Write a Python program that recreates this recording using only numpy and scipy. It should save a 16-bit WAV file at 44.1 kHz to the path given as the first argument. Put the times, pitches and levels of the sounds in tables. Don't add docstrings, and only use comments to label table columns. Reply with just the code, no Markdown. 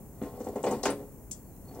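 import sys
import numpy as np
from scipy import signal
from scipy.fft import rfft, irfft
from scipy.io import wavfile
from scipy.ndimage import uniform_filter1d

SR = 44100
rng = np.random.default_rng(int(sys.argv[2]) if len(sys.argv) > 2 else 0)


def transcribe(signal):
    frames = np.atleast_2d(signal).T
    limited = np.clip(frames, -1, 1)
    pcm = np.round(limited * 32767).astype(np.int16)
    wavfile.write(sys.argv[1], SR, pcm)


def gain_from_db(level_db):
    decades = np.asarray(level_db, float) / 20
    return 10 ** decades


N = 79380


def curve(hz, table):
    table = np.array(table, float)
    return np.interp(np.log(np.maximum(hz, 1)), np.log(table[:, 0]), table[:, 1])


def noise(table, db, side_db):
    hz = np.arange(N // 2 + 1) * SR / N
    inside = (hz > table[0][0]) * (hz < table[-1][0])
    gain = gain_from_db(curve(hz, table)) * inside
    mid, side = irfft(rfft(rng.standard_normal((2, N))) * gain, N)
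    return gain_from_db(db) / np.std(mid) * (mid + gain_from_db(side_db) * side * np.array([[1], [-1]]))


# pitch in Hz, level in dB per Hz.
RUMBLE_TONE = [(20, -13), (38, -2.5), (58, 0), (115, -0.5), (200, -3.5), (450, -14), (900, -22.5),
               (2500, -48.5)]


def rumble():
    return noise(RUMBLE_TONE, -48.5, side_db=-11.5) * gain_from_db(np.array([[.7], [-.7]]))


# pitch in Hz, level in dB per Hz.
HISS_TONE = [(1500, -7.5), (2500, -13), (3700, -23), (5000, -16.5), (6500, -4.5), (10000, -2.5), (14500, 2),
             (15750, -4)]


def hiss():
    return noise(HISS_TONE, -60, side_db=-2.54)


def whistle():
    whistle_hz, whistle_db = 15734, -64
    t = np.arange(N) / SR
    return gain_from_db(whistle_db) * np.sqrt(2) * np.sin(2 * np.pi * whistle_hz * t)


# start in seconds, length in seconds, start pitch in Hz, end pitch in Hz,
# level in dB.
BIRD_CALLS = [
    (1.375, 0.14, 4480, 4440, -79),
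    (1.51, .1, 4030, 4060, -81.5),
    (1.647, 0.093, 4250, 4440, -71),
]


def bird():
    t, out = np.arange(N) / SR, np.zeros(N)
    for start, length, start_hz, end_hz, db in BIRD_CALLS:
        progress = np.clip((t - start) / length, 0, 1)
        waver_hz = 300 * uniform_filter1d(rng.standard_normal(N), size=400)
        hz = start_hz + (end_hz - start_hz) * np.sqrt(progress) + waver_hz
        flutter_db = 100 * uniform_filter1d(rng.standard_normal(N), size=500)
        swell = np.sqrt(2 * np.sin(np.pi * progress) + 1e-12)
        out += gain_from_db(db - 1.5 + flutter_db) * swell * np.sin(2 * np.pi * np.cumsum(hz) / SR)
    return out


def shed_echo(x):
    t60_s, echo_db = 0.24, -11
    t = np.arange(SR // 3) / SR
    mid, side = rng.standard_normal((2, len(t))) * np.exp(-np.log(1000) * t / t60_s)
    side = signal.sosfilt(signal.butter(2, 1500, "high", fs=SR, output="sos"), side)
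    tail = np.array([mid + side, mid - side])
    tail = tail / np.sqrt(np.sum(tail ** 2) / 2)
    return gain_from_db(echo_db) * signal.fftconvolve(x, tail, axes=1)[:, :N]


def ring(hz, db, t60, times, sizes, drive, pan_db, swell_s):
    t = np.arange(SR // 2) / SR
    phase = np.outer(hz, t) + rng.random((len(hz), 1))
    tones = np.sin(2 * np.pi * phase) * gain_from_db(db[:, None] - 60 * t / t60[:, None])
    tones = tones * (1 - np.exp(-t / max(swell_s, 1e-5)))
    wide = rng.standard_normal(len(hz)) * np.minimum((hz / 3370) ** 1.5, 1.5)
    starts = (times * SR).astype(int)
    out = np.zeros((2, N + len(t)))
    for c, port in enumerate((1 + wide / 2, 1 - wide / 2)):
        for at, sound in zip(starts, (sizes * port) @ tones):
            at = min(at, N)
            out[c, at:at + len(t)] += sound
        out[c, :N] += signal.fftconvolve(drive, port @ tones)[:N]
    return out[:, :N] * gain_from_db(np.array([[pan_db], [-pan_db]]) / 2)


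# time in seconds, level of creep and scraping in dB.
SQUEEZE = [(0, -58.5), (.03, -69.5), (.2, -61), (.25, -47), (.33, -56), (.4, -51), (.62, -51), (0.701, -35),
           (.8, -49.5), (.9, -56), (1.001, -54), (1.2, -77), (1.578, -75), (1.651, -60), (1.74, -56),
           (1.8, -54.5)]


def effort():
    times, db = np.array(SQUEEZE).T
    return gain_from_db(np.interp(np.arange(N) / SR, times, db))


# start in seconds, peak level in dB, favoured pitch in Hz,
# chatter length in steps of 5.3 ms.
TOOL_TICKS = [(.225, -47.5, 7500, 4.1), (0.4024, -48.5, 7000, 1.36), (0.4427, -45.5, 7040, 1.56),
              (.4868, -33.5, 7600, 0.15), (.558, -46.5, 7060, 3.4), (0.63, -39.5, 7300, 1.3),
              (0.642, -38, 7540, 1.3), (0.664, -39, 4800, 1.43), (0.7101, -35, 7300, 2.1),
              (0.8312, -30, 6500, .9), (0.8322, -28, 4720, 2.2), (.855, -26.5, 6760, 2),
              (0.9024, -30, 8900, 0.72), (0.916, -42, 9500, 2.2), (.868, -31, 3100, 3.6),
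              (1.184, -54, 6200, .1), (1.3123, -31, 7000, .9), (1.315, -32.5, 7600, 1.47),
              (1.5645, -43, 9900, .1), (1.746, -49, 5830, 0.67), (1.792, -42, 7600, .3)]
# pitch in Hz, level in dB.
STEEL_TONE = [(1800, -22), (3000, -16), (4500, -3.5), (7300, -0.5), (9300, 4.5), (11000, 2), (16000, 3)]


def tool():
    snap_t60_s, steel_t60_s, chatter_s = 0.0064, 0.073, 0.0053
    tick_db, snap_db, grit_db = -23, 4, -67
    hz = np.geomspace(1800, 16000, num=360) * np.exp(.004 * rng.standard_normal(size=360))
    quick = np.arange(len(hz)) % 4 == 0
    t60 = np.where(quick, snap_t60_s, steel_t60_s * (7000 / hz) ** 1.17)
    db = tick_db + np.where(quick, snap_db + 7 * np.log2(hz / 9000), curve(hz, STEEL_TONE))

    knocks = np.repeat(np.array(TOOL_TICKS), repeats=4, axis=0)
    start, peak_db, centre_hz, chatter = np.split(knocks, 4, axis=1)
    first = np.arange(len(knocks))[:, None] % 4 == 0
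    late = 2 * rng.random((len(knocks), 1)) * ~first * chatter_s * np.abs(chatter)

    octaves = np.log2(hz / centre_hz) / 0.26 * (centre_hz / 7000) ** 1.38
    focus = np.exp(-.5 * octaves ** 2) + 0.13
    snap = first * 0.38 + .1
    rattle = focus * np.clip(chatter, .1, 1) * (first * .5 + .6)
    luck = rng.standard_normal((len(knocks), len(hz)))
    sizes = gain_from_db(peak_db) * np.where(quick, snap, rattle) * luck

    grains = rng.standard_normal(N) * (rng.random(N) < .05)
    grit = grains * effort() * gain_from_db(grit_db + 45)
    return ring(hz, db, t60, (start + late)[:, 0], sizes, grit, pan_db=2.5, swell_s=0)


# start in seconds, peak level in dB, favoured pitch in Hz, hardness in dB.
FLANGE_SLIPS = [(0.2151, -26, 276, -2.5), (.233, -35, 225, 5.5), (.376, -35.5, 590, -14),
                (.405, -29.5, 385, -5), (.468, -25, 510, -7.5), (.49, -30, 505, -16),
                (.558, -23.5, 570, -8), (.58, -36, 400, 1.5), (.638, -19.5, 680, 2), (.650, -27, 700, -21),
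                (0.6657, -15.5, 756, -1), (.68, -34, 614, 12), (.710, -22.5, 463, -7), (.722, -25, 428, -1),
                (.742, -48.5, 400, 16), (.834, -24.5, 745, 3), (.854, -26, 595, 19),
                (.859, -20.5, 506, 6.5), (.883, -23, 400, 7), (.897, -27, 302, 10), (.92, -33.5, 496, 8.5),
                (1.77, -38, 463, -5), (1.788, -36.5, 463, -9)]
# pitch in Hz, level in dB, time to fade by 60 dB in seconds.
PANEL_TONES = [(207.1, 0.5, 0.32), (242, -1.5, 0.12), (282.9, -1, 0.39), (325.8, -1, 0.39),
               (416, -4.5, 0.76), (447.9, 1, .15), (477.5, -1.5, 0.19), (550.1, -4, 0.47),
               (571.2, -6.5, 0.23), (697, 0, 0.12), (764.4, 0.5, 0.13), (886.5, 0.5, 0.13),
               (1052, -11.5, 0.14), (843.5, -3, 0.12)]
# pitch in Hz, level in dB.
SKIN_TONE = [(85, -17), (160, -12), (300, 1.5), (900, -6), (1050, -9.5), (1500, -14), (2700, -19.5),
             (4500, -29)]


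def panel():
    panel_db, skin_db, skin_t60_s = -16, -18.5, 0.15
    creep_per_s, creep_db = 500, -38.5
    release_s, gripped_db = .7, -8
    minor = np.geomspace(85, 4500, num=170) * np.exp(.01 * rng.standard_normal(size=170))
    main_hz, main_db, main_t60 = np.array(PANEL_TONES).T
    hz = np.r_[main_hz, minor]
    db = np.r_[panel_db + main_db, skin_db + curve(minor, SKIN_TONE)]
    t60 = np.r_[main_t60, skin_t60_s * (500 / minor) ** .2]

    slips = np.array(FLANGE_SLIPS)
    start, peak_db, centre_hz, hardness_db = np.split(slips, 4, axis=1)
    low = np.exp(-.5 * (np.log2(hz / centre_hz) / 1.19) ** 2)
    low = low / (1 + (hz / 1000) ** 8)
    high = gain_from_db(hardness_db) / (1 + (1100 / hz) ** 4)
    long_ringing = t60 > .4
    spread = np.where(long_ringing, .2, .6)
    luck = 0.81 + spread * rng.standard_normal((len(slips), len(hz)))
    sizes = gain_from_db(peak_db) * (low + high) * luck
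    sizes = sizes * np.where(long_ringing & (start < release_s), gain_from_db(gripped_db), 1)

    chance, strength = rng.random((2, N))
    crackle = (chance < creep_per_s / SR) * gain_from_db(-2.5 * np.log(strength + 1e-9))
    creep = crackle * effort() * gain_from_db(creep_db + 36)
    sound = ring(hz, db, t60, start[:, 0], sizes, creep, pan_db=1.16, swell_s=0.0013)
    return signal.sosfilt(signal.butter(2, 70, "high", fs=SR, output="sos"), sound)


def scene():
    work = panel() + tool()
    out = work + shed_echo(work) + rumble() + hiss() + whistle() + bird()
    return np.array([out[0], np.roll(out[1], shift=2)])


def low_pass(x):
    return signal.sosfilt(signal.butter(12, 16510, fs=SR, output="sos"), x)


def record(dry):
    side_top_hz, side_left_db, top_hz = 10100, -12.5, 15800
    mid, side = (dry[0] + dry[1]) / 2, (dry[0] - dry[1]) / 2
    low = signal.sosfiltfilt(signal.butter(6, side_top_hz, fs=SR, output="sos"), side)
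    side = low + gain_from_db(side_left_db) * (side - low)
    treble_cut = signal.ellip(8, .2, 22, top_hz, fs=SR, output="sos")
    mix = signal.sosfilt(treble_cut, np.array([mid + side, mid - side]))
    return low_pass(mix)


dry = scene()
out = record(dry)
transcribe(out)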